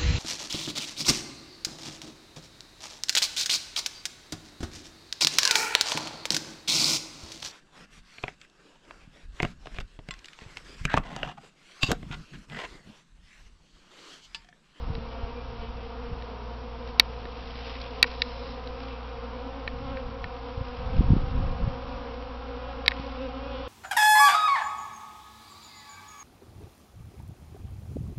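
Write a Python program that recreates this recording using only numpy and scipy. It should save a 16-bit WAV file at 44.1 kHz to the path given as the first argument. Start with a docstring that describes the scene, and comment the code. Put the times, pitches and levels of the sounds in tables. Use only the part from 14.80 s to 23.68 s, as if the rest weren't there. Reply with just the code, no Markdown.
"""Honeybees in the hyacinths

Two bees weave close to the microphone through the hum of many more, each buzz a repeating wing stroke.
The flowers' plastic wrapping rustles and squeaks under the leaves and snaps as it buckles; the sharpest
snaps overload the recorder. Puffs of wind buffet the microphone, and a machine drones far off."""
import sys
import numpy as np
from scipy import signal
from scipy.fft import rfft, irfft, next_fast_len
from scipy.io import wavfile
from scipy.ndimage import map_coordinates

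SR = 44100
rng = np.random.default_rng(int(sys.argv[2]) if len(sys.argv) > 2 else 0)


def master(y):
    """Save y as 16-bit WAV."""
    cut = np.clip(np.atleast_2d(y).T, -1, 1)
    pcm = np.round(cut * 32767)  # scale
    wavfile.write(sys.argv[1], SR, pcm.astype(np.int16))


N = 391608

# Table levels are relative: each layer sets its own gain.
# overtones of a wingbeat: f/Hz, level/dB
WING_TONE = [(250, 0), (500, 2.5), (720, -4), (1000, -4.5), (1250, -8.5), (1550, -15), (1800, -21.5),
             (2100, -20), (2500, -21), (3200, -24), (4000, -29), (5500, -39)]
# upper overtones, heard when a bee faces the microphone: f/Hz, level/dB
RASP_TONE = [(700, -5), (1500, -19.5), (2100, -17), (2450, 3), (2850, -4), (3300, -2), (3900, -13),
             (4600, -14.5), (5600, -23)]
# the near bees between passes, by bee: wingbeat/Hz, climb/(Hz/s), hum/dB, rasp/dB
CRUISE = {"low": (231, 1.89, -52.5, -72), "high": (265, 0.34, -53, -73)}
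# fly-bys: bee, t/s, half length/s, wingbeat/Hz, hum/dB, rasp/dB
FLYBYS = [("high", .12, 0.2007, 263, -48.5, -73), ("low", .36, .12, 233, -43, -56),
          ("low", .58, .07, 243, -44.5, -55.5), ("low", 0.842, .09, 229, -44.5, -56),
          ("low", 1.0, 0.081, 238, -46, -58), ("low", 1.27, .12, 236, -44, -62),
          ("low", 1.72, .09, 237, -43.5, -61), ("low", 2.4, .13, 236, -48.5, -68.5),
          ("high", 3.2, .13, 267, -42.5, -58), ("low", 3.4, .16, 242, -45.5, -58.5),
          ("low", 4.15, .13, 240, -46.5, -54), ("high", 4.55, .14, 264, -45.5, -64),
          ("high", 5.08, .06, 274, -33.5, -54), ("low", 5.38, .12, 234, -44, -62),
          ("low", 5.97, .12, 246, -45, -59), ("high", 6.6, .2, 260, -43, -66.5),
          ("low", 7.15, .25, 240, -42.5, -63), ("high", 7.9, .11, 273, -42, -58.5),
          ("high", 8.24, .05, 274, -42.5, -56), ("low", 8.44, .08, 258, -39, -53),
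          ("high", 8.67, .08, 278, -40, -50.5), ("high", 8.83, .08, 270, -44, -47.5)]
# fader curve of the bees further off: t/s, level/dB
SWARM_LEVEL = [(0.0, -44.5), (2.55, -44.5), (3.09, -41.5), (5.84, -40.5), (6.08, -39.5), (7.69, -41),
               (8.01, -39.5), (8.88, -39.5)]
# snaps of the wrapping: t/s, level/dB, tilt/(dB/octave)
SNAPS = [(0.1521, -28, -3), (1.4228, -32, -7), (2.1973, 7.5, 2.5), (2.2008, -6, -15), (2.4543, -30.5, -10),
         (3.0149, -32, 10), (3.2284, 3.5, -2.5), (3.2425, -15, -19), (3.4195, -6.5, -0.5), (3.874, -30, 6),
         (4.8774, -16.5, -12.5), (5.1712, -28.5, -15), (5.442, -21, -15), (8.0614, -17, -4),
         (8.0801, 0.5, -0.5), (8.110, -25, -10), (8.1182, -19.5, -17.5)]
# ringing modes of the plastic: f/Hz, level/dB, t60/s
PLASTIC_MODES = [(1020, -32.5, 0.014), (1480, -24, 0.016), (1856, -12.5, 0.02), (2273, -9.5, 0.017),
                 (2620, -9.5, .012), (2830, -8.5, 0.005), (3250, -11, 0.0094), (3922, -0.5, 0.0093),
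                 (4560, -9.5, 0.015), (5500, -24, 0.013)]
# colour of the rustling film: f/Hz, level/dB
RUSTLE_TONE = [(300, -16), (1200, -5.5), (2000, 0.5), (2700, 5), (3400, 0.5), (4200, -1.5), (5100, -2),
               (5800, -9)]
# leaves brush the wrapping: t/s, level/dB, rise/s, fall/s
BRUSHES = [(2.09, -52, .04, .025), (2.9, -46.5, .33, .28), (3.27, -48, .02, .1), (3.6, -54, 0.32, 0.34),
           (4.04, -50.5, .04, 0.071), (6.14, -56.5, 1, 1), (8.2, -50.5, 0.11, 0.21)]
# resonances of the taut film: f/Hz, width/Hz, level/dB
SQUEAK_MODES = [(3970, 550, 0), (5170, 700, -4.5)]
# colour of wind on the microphone: f/Hz, level/dB
BUFFET_TONE = [(10, -10), (28, 2), (60, -4), (110, -10), (200, -18), (320, -28.5), (500, -37),
               (1000, -52.5), (3000, -89.5)]
# puffs of wind: t/s, level/dB, half length/s
GUSTS = [(0.085, -31, 0.12), (0.455, -42.5, 0.034), (0.844, -40.5, 0.22), (1.327, -37, .05),
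         (5.03, -37, 0.12), (5.275, -38, .04), (5.45, -37, .04), (6.203, -20.5, 0.086), (6.318, -19, 0.082),
         (6.602, -26, 0.21), (6.838, -26, .045), (7.149, -37.5, .035)]
# the hardest eddies and nudges thump the microphone: t/s, level/dB, f/Hz
THUMPS = [(0.102, -27, 60), (.182, -33, 130), (0.439, -28, 44.5), (1.319, -32, 85), (2.457, -36, 270),
          (5.78, -30, 69.7), (5.815, -29, 71.4), (6.194, -19, 59.8), (6.209, -18, 152), (6.307, -15, 119),
          (6.323, -12.5, 69.1), (6.335, -14.5, 140), (6.367, -21, 171), (6.878, -21.5, 91),
          (8.199, -33.5, 141)]
# partials of the far machine: f/Hz, level/dB
DRONE_PARTIALS = [(59.2, -41), (118.4, -55.5)]
# colour of the outdoor air: f/Hz, level/dB
AIR_TONE = [(20, 1), (45, 4), (90, -6), (170, -7), (350, -13), (620, -12.5), (1000, -10), (1450, -15),
            (1900, -24.5), (2700, -22), (4000, -25.5), (5600, -27.5)]

CLOCK = np.arange(0, N / SR, .002)  # control-rate times for flights and swells, t/s


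def near_bee(bee, gain_db, rasp_gain_db, tilt_db, flutter_db, leaves_db):
    """A close bee; reflections make each overtone swell and fade as its pitch moves."""
    beat_hz, hum_gain, rasp_gain = flight(bee)
    beat_hz = unsteady(beat_hz)
    hum = wings(beat_hz, WING_TONE, tilt_db, turn_rate=14) * hum_gain * amp(gain_db)
    rasp = wings(beat_hz, RASP_TONE, tilt_db, turn_rate=12) * rasp_gain
    rasp *= amp(rasp_gain_db + 2.6 * wobble(16))  # beamed, so it comes in short surges
    buzz = (hum + rasp) * amp(flutter_db * wobble(24))
    return buzz + amp(leaves_db) * scattered(buzz, t60=0.22)


def flight(bee):
    """Wingbeat, hum gain and rasp gain of a cruising bee; fly-bys swell the hum as one over distance."""
    start_hz, climb, hum_db, rasp_db = CRUISE[bee]
    beat_hz = start_hz + climb * CLOCK
    hum_power, rasp_power = amp(hum_db) ** 2, amp(rasp_db) ** 2
    for who, s, half, pass_hz, pass_hum_db, pass_rasp_db in FLYBYS:
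        if who == bee:
            near = 1 / (1 + ((CLOCK - s) / half) ** 2)
            closest = near * near  # pitch bend and rasp keep to the closest stretch
            beat_hz += closest * (pass_hz - beat_hz)
            hum_power += near * amp(pass_hum_db) ** 2
            rasp_power += closest * amp(pass_rasp_db) ** 2
    return per_sample(beat_hz), per_sample(np.sqrt(hum_power)), per_sample(np.sqrt(rasp_power))


def unsteady(beat_hz, waver=.0135, jitter=.007):
    """Steering moves make the wingbeat waver, and no two strokes last quite alike."""
    return beat_hz * (1 + waver * wobble(26) + jitter * wobble(170))


def wings(beat_hz, spectrum, tilt_db, turn_rate, count=22, size=1024):
    """One bee's buzz: a wing stroke looped at the wingbeat rate, changing shape as the bee turns."""
    hz = np.arange(1, count + 1) * np.mean(beat_hz)
    overtones = amp(along(spectrum, hz) + tilt_db * np.log2(hz / hz[1]))
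    # two wavetables: the stroke from the front and from the side
    phases = np.exp(2j * np.pi * rng.random((2, count)))
    front, side = irfft(np.pad(overtones * phases, ((0, 0), (1, 0))), size)
    place = np.cumsum(beat_hz) / SR % 1 * size
    looped = lambda stroke: np.interp(place, np.arange(size + 1), np.append(stroke, stroke[0]))
    heading = wobble(turn_rate)
    return unit(np.cos(heading) * looped(front) + np.sin(heading) * looped(side))


def swarm(spread, drift, roam_db, gain_db, count=10, start_hz=237.9, climb_hz_per_s=2.2):
    """A bed of further bees: each has its own wingbeat and drifts nearer and away among the flowers."""
    t = np.arange(N) / SR
    mean_hz = start_hz + climb_hz_per_s * t
    fader_db = np.interp(t, *np.transpose(SWARM_LEVEL))
    hum = np.zeros(N)
    for offset in np.linspace(-1, 1, count):
        beat_hz = unsteady(mean_hz * (1 + spread * offset + drift * wobble(7)))
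        hum += wings(beat_hz, WING_TONE, tilt_db=1.0, turn_rate=4) * amp(roam_db * wobble(6))
    return unit(hum) * amp(fader_db + gain_db)


def snaps(crack_db, crack_t60, rise_s, scatter_db, scatter_t60):
    """The plastic buckles: a thin crack, a brief ring, and a faint scatter from the pots around."""
    track, t = np.zeros(N), np.arange(SR // 8) / SR
    hz, mode_db, t60 = np.transpose(PLASTIC_MODES)[:, :, None]
    for s, db, tilt_db in SNAPS:
        strength = amp(mode_db + tilt_db * np.log2(hz / hz.mean()) + rng.normal(0, 1, hz.shape))
        detuned = hz * (1 + rng.normal(0, 0.0185, hz.shape))
        modes = np.sin(2 * np.pi * (detuned * t + rng.random(hz.shape)))
        ring = np.sum(strength * amp(-60 * t / t60) * modes, axis=0) / np.linalg.norm(strength)
        # so small a sheet radiates little bass
        crack = signal.lfilter([1, -.75], 1, rng.standard_normal(len(t)))
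        crack *= amp(crack_db + tilt_db - 60 * t / crack_t60)  # brighter snaps crack harder
        snap = (ring + crack) * (1 - np.exp(-t / rise_s))
        add(track, s, amp(db) * (snap + amp(scatter_db) * scattered(snap, scatter_t60)))
    return track


def knocks(knock_db, knock_hz):
    """Every snap also jolts the pot: one dull push."""
    track, t = np.zeros(N), np.arange(SR // 50) / SR
    phase = 2 * np.pi * knock_hz * t
    push = phase * (2 - phase) * np.exp(-phase)
    for s, db, _ in SNAPS:
        add(track, s, amp(db + knock_db) * push)
    return track


def rustle(grain_db, gain_db, stir_db=-62):
    """Leaves slide over the thin film: a fine, grainy hiss that never quite settles."""
    level = np.hypot(amp(stir_db), swells(BRUSHES))
    grains = unit(noise(RUSTLE_TONE) * amp(grain_db * wobble(300)))
    return grains * level * amp(gain_db)


def squeak(start_s, end_s, fade_s, gain_db):
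    """A leaf drags on the taut film, and friction feeds two narrow resonances."""
    film = lambda f: sum(amp(db) / (1 + (2 * (f - hz) / width) ** 2) for hz, width, db in SQUEAK_MODES)
    t = np.arange(N) / SR
    drag = np.clip(np.minimum(t - start_s, end_s - t) / fade_s, 0, 1)
    return unit(filtered(rng.standard_normal(N), film)) * drag * amp(gain_db)


def scattered(x, t60):
    """The short, diffuse reverb of leaves, pots and wrapping."""
    t = np.arange(SR // 8) / SR
    echoes = rng.standard_normal(len(t)) * amp(-60 * t / t60)
    return signal.fftconvolve(x, echoes / np.linalg.norm(echoes))[:len(x)]


def wind():
    """Low buffeting in puffs, with single eddies that push and pull the diaphragm once."""
    level = swells([(s, db, half, half) for s, db, half in GUSTS])
    buffet = noise(BUFFET_TONE) * level * amp(1.0 + 1.5 * wobble(25))
    t = np.arange(-SR // 20, SR // 20) / SR
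    for s, db, hz in THUMPS:
        phase = 2 * np.pi * hz * t
        add(buffet, s + t[0], -amp(db + 10) * phase * np.exp(-phase ** 2 / 2))
    return buffet


def far_machine():
    """A distant drone: a low note and its octave, slightly unsteady in pitch and level."""
    t = np.arange(N) / SR
    drone = sum(amp(db) * np.sqrt(2) * np.sin(2 * np.pi * hz * t + .25 * wobble(3))
                for hz, db in DRONE_PARTIALS)
    return drone * amp(0.48 * wobble(4))


def outdoor_air():
    """A soft bed of open-air noise, gently breathing."""
    return noise(AIR_TONE) * amp(-44.5 + 0.76 * wobble(2.1))


def amp(db):
    """Decibels to linear gain."""
    return 10 ** (np.asarray(db) / 20)


def unit(x):
    """Scaled to rms 1."""
    return x / np.sqrt(np.mean(x ** 2) + 1e-20)


def along(points, hz):
    """Read a curve of (f/Hz, level/dB) points on a log frequency axis."""
    f, db = np.transpose(points)
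    return np.interp(np.log(hz + 1), np.log(f + 1), db)


def wobble(rate, step=64):
    """A smooth random modulator, rate knots a second."""
    at = np.arange(0, N + step, step)
    knots = rng.standard_normal(4096)
    return np.interp(np.arange(N), at, map_coordinates(knots, [at * rate / SR], mode="mirror"))


def filtered(x, response):
    """EQ x with a gain given as a function of frequency."""
    size = next_fast_len(N + SR // 2)
    return irfft(rfft(x, size) * response(np.fft.rfftfreq(size, 1 / SR)), size)[:N]


def noise(spectrum):
    """Coloured noise of rms 1."""
    return unit(filtered(rng.standard_normal(N), lambda hz: amp(along(spectrum, hz))))


def add(track, s, sound):
    """Mix a sound in at time s."""
    part = track[max(round(s * SR), 0):][:len(sound)]
    part += sound[:len(part)]


def per_sample(slow):
    """From control rate to one value per sample."""
    return np.interp(np.arange(N) / SR, CLOCK, slow)


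def swells(rows):
    """One envelope from (t/s, level/dB, rise/s, fall/s) events, each growing and dying away."""
    power = sum(amp(db) ** 2 * np.exp(-2 * np.abs(CLOCK - s) / np.where(CLOCK < s, rise, fall))
                for s, db, rise, fall in rows)
    return per_sample(np.sqrt(power + 1e-20))


def scene():
    """Bees in front; wrapping, wind, machine and air around them."""
    bees = near_bee("low", gain_db=-3, rasp_gain_db=-1.5, tilt_db=-0.5, flutter_db=2.5, leaves_db=-9.5)
    bees += near_bee("high", gain_db=-4.5, rasp_gain_db=-0.5, tilt_db=0.5, flutter_db=3, leaves_db=-14.5)
    bees += swarm(spread=.08, drift=.022, roam_db=2.5, gain_db=-0.5)
    wrapping = rustle(grain_db=3.5, gain_db=3.5)
    wrapping += squeak(start_s=3.28, end_s=3.77, fade_s=0.041, gain_db=-54)
    wrapping += knocks(knock_db=-16, knock_hz=420)
    wrapping += snaps(crack_db=-2, crack_t60=0.013, rise_s=0.00018, scatter_db=-28, scatter_t60=.05)
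    return bees + wrapping + wind() + far_machine() + outdoor_air()


def record(dry, band_hz=5700, top_hz=13500):
    """A narrow-band mono recorder; snaps beyond full scale clip and splash into the treble."""
    narrow = filtered(dry, lambda hz: 1 / np.sqrt(1 + (hz / band_hz) ** 90))
    clipped = np.clip(narrow, -1, 1)
    return filtered(clipped, lambda hz: 1 / np.sqrt(1 + (hz / top_hz) ** 30))[None]


dry = scene()
out = record(dry)
master(out)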